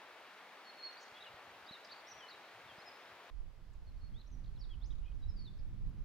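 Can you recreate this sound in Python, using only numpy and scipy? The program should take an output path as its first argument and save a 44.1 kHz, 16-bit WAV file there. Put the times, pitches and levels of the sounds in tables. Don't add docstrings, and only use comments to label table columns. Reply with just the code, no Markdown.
import sys
import numpy as np
from scipy import signal
from scipy.fft import rfft, irfft, next_fast_len
from scipy.io import wavfile
from scipy.ndimage import uniform_filter1d, map_coordinates

SR = 44100
rng = np.random.default_rng(int(sys.argv[2]) if len(sys.argv) > 2 else 0)


def unload_audio(sound):
    columns = np.transpose(np.atleast_2d(sound))
    steps = np.round(np.clip(columns, -1, 1) * 32767)
    wavfile.write(sys.argv[1], SR, steps.astype(np.int16))


N = 266672
CUT_S = 3.3023


def amp(db):
    return 10 ** (np.asarray(db) / 20)


def unit(x):
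    return x / np.sqrt(np.mean(x ** 2) + 1e-20)


def along(points, hz):
    f, v = np.transpose(points)
    return np.interp(np.log(hz + 1), np.log(f + 1), v)


def curves(rows):
    s, *cols = np.transpose(rows)
    return [np.interp(np.arange(N) / SR, s, c) for c in cols]


def wobble(rate):
    knots = rng.standard_normal(int(N * rate / SR) + 4)
    return map_coordinates(knots, [np.arange(N) * rate / SR])


def sides(pan_db):
    pair = amp(np.array([pan_db / 2, -pan_db / 2]))
    return pair / np.sqrt(np.mean(pair ** 2, axis=0))


def filtered(x, response):
    m = next_fast_len(N + SR // 2)
    return irfft(rfft(x, m) * response(np.fft.rfftfreq(m, 1 / SR)), m)[..., :N]


def rush(spectrum, alike, patchy_db):
    z = signal.stft(rng.standard_normal((2, N)), nperseg=512)[2]
    field = rng.standard_normal(z.shape[1:])
    field = uniform_filter1d(field, size=6, axis=0)
    field = uniform_filter1d(field, size=10, axis=1)
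    patchy = signal.istft(z * amp(patchy_db * unit(field)), nperseg=512)[1][:, :N]

    def mid_side_gain(hz):
        turn = np.arccos(np.clip(along(alike, hz), -1, 1)) / 2
        return amp(along(spectrum, hz)) * [np.cos(turn), np.sin(turn)]

    mid, side = filtered(patchy, mid_side_gain)
    return unit(np.array([mid + side, mid - side]))


def stream():
    # f/Hz, relative level/dB per Hz
    water_spectrum = [(60, -38), (100, -28.5), (185, -14), (630, -1.5), (1300, -2), (2200, -5), (4060, -13),
                      (8000, -28.5), (15800, -31)]
    # f/Hz, left-right correlation
    water_alike = [(550, 0.99), (1650, 0.88), (4970, 0.4), (15000, 0.045)]
    # f/Hz, left over right/dB
    water_pan = [(180, 0.0), (550, 1), (1650, 3.5), (4970, -3), (15000, -2)]
    lead_s = .00004
    water = rush(water_spectrum, water_alike, patchy_db=0.7) * amp(-56.5)

    def port_response(hz):
        half_lead = np.exp(1j * np.pi * np.outer([1, -1], hz * lead_s))
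        return sides(along(water_pan, hz)) * half_lead

    return filtered(water, port_response)


def birds():
    # start t/s, length/s,
    # turn as share of length, first f/Hz, turn f/Hz, last f/Hz,
    # rms level at the turn/dB before flutter and panning
    note_rows = [ (0.639, 0.075, 0.85, 4400, 4300, 4280, -61),
                 (0.774, 0.068, 0.73, 4360, 4230, 4180, -55.5), (0.827, 0.071, 0.48, 4340, 4350, 4235, -47),
                 (0.965, 0.045, .3, 3500, 4660, 4760, -58.5), (1.25, 0.039, 0.48, 3120, 2830, 2850, -56),
                 (1.66, 0.018, 0.43, 4320, 4680, 5130, -62), (1.677, 0.029, 0.68, 3650, 3970, 3570, -52),
                 (1.72, 0.0462, 0.34, 4290, 3930, 3560, -51.5),
                 (1.846, 0.013, 0.35, 6520, 4510, 5420, -53.5), (1.913, 0.024, .4, 4590, 4640, 4580, -54),
                 (1.945, 0.065, 0.23, 4600, 4590, 4550, -72), (2.067, 0.042, 0.65, 5270, 6170, 5680, -58),
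                 (2.106, 0.029, 0.46, 5770, 5770, 5680, -57), (2.19, 0.092, 0.42, 3520, 3030, 2940, -57),
                 (2.281, 0.02, 0.45, 4150, 4280, 4870, -55.5),
                 (2.301, 0.019, 0.59, 5000, 4080, 4050, -54.5), (2.315, 0.039, 0.39, 3780, 3800, 3840, -61),
                 (2.672, 0.062, 0.53, 3800, 3190, 3170, -61.5),
                 (2.78, 0.038, 0.75, 5090, 5010, 5300, -65.5), (2.816, 0.015, .5, 4140, 4250, 4330, -61.5),
                 (2.85, 0.058, 0.63, 5210, 5066, 4900, -59.5), (2.93, .036, 0.48, 5200, 5100, 5050, -70),
                 (3.86, 0.054, 0.51, 4350, 4260, 4100, -72.5), (3.96, .03, .7, 4470, 4560, 4800, -84),
                 (3.988, .042, .3, 4800, 5400, 3500, -82), (4.004, 0.079, 1, 4340, 4320, 4180, -71),
                 (4.136, 0.08, 0.59, 3120, 3800, 4370, -65.5), (4.207, 0.017, .3, 4380, 4340, 3420, -63.5),
                 (4.266, 0.02, .6, 5400, 5900, 6600, -70.5), (4.314, 0.043, 0.34, 6440, 6040, 5600, -70),
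                 (4.584, 0.021, 0.7, 5170, 5440, 5470, -69.5), (4.603, 0.038, 0.34, 5300, 4600, 4100, -61),
                 (4.628, 0.029, 0.68, 4300, 3720, 3350, -63), (4.689, 0.057, 0.56, 3415, 3275, 2980, -62),
                 (4.902, 0.029, 0.39, 3190, 3960, 2880, -63.5), (5.19, .08, 0.38, 5050, 4720, 4700, -87),
                 (5.215, 0.042, 0.55, 3950, 3840, 3950, -67), (5.252, 0.078, .4, 3920, 3950, 3900, -79),
                 (5.282, 0.042, 0.34, 5350, 5200, 5250, -66), (5.36, 0.11, 0.29, 4890, 4510, 4270, -62),
                 (5.443, 0.058, 0.59, 4360, 3564, 3550, -60), ]
    # the columns of a note (level before throb), a pitch top t/s, trill rate/Hz,
    # pitch swing/Hz, throb (0-1)
    trill_rows = [(1.142, 0.074, 0.45, 3330, 3320, 3380, -62.5, 1.173, 70, 120, .6),
                  (1.2, 0.054, 0.49, 3700, 3750, 3150, -58, 1.227, 54.3, 200, 0.62),
                  (1.888, 0.054, 0.69, 3600, 4200, 4200, -57, 1.918, 80, 300, 0.44),
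                  (4.55, 0.035, 0.34, 4300, 4120, 3030, -73.5, 4.565, 75, 150, 0.68),
                  (4.81, 0.071, 0.38, 3250, 4030, 7240, -65, 5.4, 68.9, 260, 0.11),
                  (5.045, 0.069, 0.37, 2380, 2480, 2470, -72.5, 5.3, 50.8, 60, 0.54)]
    # start t/s, length/s, from f/Hz, to f/Hz, spread/Hz, rms level/dB before flutter and panning
    chip_rows = [(0.923, 0.024, 6200, 4850, 600, -76), (0.994, 0.061, 5980, 5650, 656, -68),
                 (1.153, 0.061, 2850, 2700, 170, -68), (3.73, 0.016, 8300, 5500, 704, -83),
                 (4.44, 0.012, 4400, 3830, 350, -75), (4.457, 0.01, 4450, 3700, 348, -74),
                 (4.475, 0.0088, 4550, 4200, 200, -73), (4.732, .03, 3110, 2870, 350, -72.5),
                 (5.015, .09, 2920, 3140, 169.6, -78), (5.113, 0.016, 3380, 2500, 250, -77),
                 (5.586, 0.014, 5270, 4950, 200, -75)]
    echo_t60_s, echo_db = (0.67, 0.52), (-6, -6.5)
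    out, echoes = np.zeros((2, 2, N))
    flutter = amp(1.3 * wobble(150))
    waver = 1 + .0025 * wobble(160)
    t = np.arange(SR // 2) / SR
    calls = [whistle(waver, *row) for row in note_rows + trill_rows]
    calls += [rasp(*row) for row in chip_rows]
    for s, call in calls:
        start, place = round(s * SR), int(s > CUT_S)
        call = call * flutter[start:start + len(call)]
        decay = amp(-60 * t / echo_t60_s[place]) * (1 - np.exp(-t / 0.00069))
        tail = rng.standard_normal((2, len(t))) * decay
        tail[1] = .5 * tail[0] + 1.5 * tail[1]
        tail = tail / np.linalg.norm(tail[0])
        echo = signal.fftconvolve(call[None], tail, axes=1)[:, :N - start]
        echoes[:, start:][:, :echo.shape[1]] += amp(echo_db[place]) * echo
        out[:, start:][:, :len(call)] += sides(rng.normal(-.2, 1))[:, None] * call
    echoes = filtered(echoes, lambda hz: hz ** 5 / (hz ** 5 + 3400 ** 5))
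    stirring = amp(3.5 * np.array([wobble(170), wobble(170)]))
    return out + echoes * stirring


def whistle(waver, s, length, turn, first_hz, turn_hz, last_hz, db, top_s=0, rate_hz=0, swing_hz=0, throb=0):
    swell_db, fade_db = 7.5, 9
    edge_s = .01
    bounce, bounce_s = .42, (.003, .006)
    t = np.arange(s - edge_s / 2, s + length + edge_s / 2, 1 / SR)
    knots = s + length * np.array([0, turn, 1])
    edges = np.clip(np.minimum(t - t[0], t[-1] - t) / edge_s, 0, 1)
    beat = np.cos(2 * np.pi * rate_hz * (t - top_s))
    trill = swing_hz * beat * np.sin(np.pi * (t - t[0]) / (t[-1] - t[0]))
    glide = uniform_filter1d(np.interp(t, knots, [first_hz, turn_hz, last_hz]), size=200)
    pitch = glide * waver[round(t[0] * SR):][:len(t)] + trill
    drop_db = np.interp(t, knots, np.sqrt([swell_db, 0, fade_db])) ** 2
    level = amp(db - drop_db) * edges * (1 + throb * beat)
    ripple = np.cos(2 * np.pi * (glide - turn_hz) * rng.uniform(*bounce_s))
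    level = level * (1 + bounce * ripple) / (1 + bounce)
    return t[0], np.sqrt(2) * level * np.sin(2 * np.pi * np.cumsum(pitch) / SR)


def rasp(s, length, from_hz, to_hz, spread_hz, db):
    t = np.arange(0, length, 1 / SR)
    scatter = map_coordinates(rng.standard_normal(300), [2 * spread_hz * t])
    pitch = from_hz + (to_hz - from_hz) * t / length + spread_hz * scatter
    phase = 2 * np.pi * np.cumsum(pitch) / SR
    return s, 2 * amp(db) * np.sin(np.pi * t / length) * np.sin(phase)


def wind():
    # t/s, level/dB
    gust_rows = [(3.33, -47.5), (3.41, -40), (3.53, -56), (3.8, -49), (4.14, -44.5), (4.23, -54.5),
                 (4.36, -43.5), (4.56, -44.5), (4.8, -43), (5.01, -37.5), (5.06, -45), (5.29, -37.5),
                 (5.52, -50.5), (5.61, -40), (5.78, -46), (5.86, -35), (5.95, -51.5), (6.02, -39.5)]
    # t/s, left over right/dB (halved for the roar), roar level/dB
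    drift_rows = [(3.4, -12, -68.5), (3.8, -6.5, -66.5), (4.45, -7, -56.5), (5.0, -11, -57.5),
                  (5.35, -6.5, -55.5), (6.0, -5.5, -54)]
    # f/Hz, relative level/dB per Hz
    thud_spectrum = [(6, -23), (14, 1.5), (40, 2), (90, -12.5), (700, -110)]
    roar_spectrum = [(40, -17), (100, 1), (170, -7), (340, -22), (3000, -100)]
    level_db, = curves(gust_rows)
    pan_db, roar_db = curves(drift_rows)
    eddies = rush(thud_spectrum, [(30, 0.086)], patchy_db=2.0)
    size = np.sqrt(np.abs(uniform_filter1d(eddies ** 2, size=4000, axis=1)) + 0.07)
    thuds = amp(level_db) * sides(pan_db) * unit(eddies / size)
    lumps = amp(2.1 * wobble(12))
    roar = unit(lumps * rush(roar_spectrum, [(150, 0.67)], patchy_db=1.5))
    return thuds + amp(roar_db) * sides(pan_db / 2) * roar


def handling():
    # t/s, level/dB
    grip_rows = [(0, -93), (1.1, -92), (1.35, -71), (1.9, -89), (2.4, -78), (3.1, -83), (3.3, -75)]
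    # middle t/s, level/dB of the sine before its bell-shaped window, f/Hz
    thump_rows = [(1.124, -65.5, 108), (1.345, -57, 100), (1.712, -48, 203), (2.785, -54, 161)]
    # f/Hz, relative level/dB per Hz
    grip_spectrum = [(15, -50), (40, -29), (100, -8), (2000, -65)]
    level_db, = curves(grip_rows)
    lumps = amp(4.5 * wobble(15))
    out = amp(level_db) * unit(lumps * rush(grip_spectrum, [(90, 0.83)], patchy_db=4.5))
    t = np.arange(-SR // 20, SR // 20) / SR
    for s, db, hz in thump_rows:
        push = np.sin(2 * np.pi * hz * t) * np.exp(-(t * hz / 0.45) ** 2)
        out[:, round(s * SR) - SR // 20:][:, :len(t)] += amp(db) * push
    return out


def yard_air():
    # f/Hz, relative level/dB per Hz
    air_spectrum = [(100, -10.5), (300, -4.5), (1000, -7.5), (2500, -14.5), (4800, -19), (8000, -29),
                    (16000, -32.5)]
    # f/Hz, left-right correlation
    air_likeness = [(200, 0.74), (2000, 0.51), (9000, 0.024)]
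    return amp(-70.5) * rush(air_spectrum, air_likeness, patchy_db=0.73)


def high_burst():
    # t/s, starting rms level/dB before the high-pass
    burst_rows = [(5.894, -61)]
    out = np.zeros((2, N))
    t = np.arange(SR // 100) / SR
    for s, db in burst_rows:
        burst = amp(db - 60 * t / .006) * rng.standard_normal((2, len(t)))
        out[:, round(s * SR):][:, :len(t)] += burst
    return filtered(out, lambda hz: 1 / (1 + (10500 / (hz + 1)) ** 8))


def scene():
    since_cut = np.arange(N) / SR - CUT_S
    gusts = wind() * np.clip(since_cut / .004, 0, 1)
    places = np.where(since_cut < 0, stream() + handling(), yard_air() + high_burst())
    return places + gusts + birds()


def record(dry):
    return filtered(dry, lambda hz: hz < 15800)


dry = scene()
out = record(dry)
unload_audio(out)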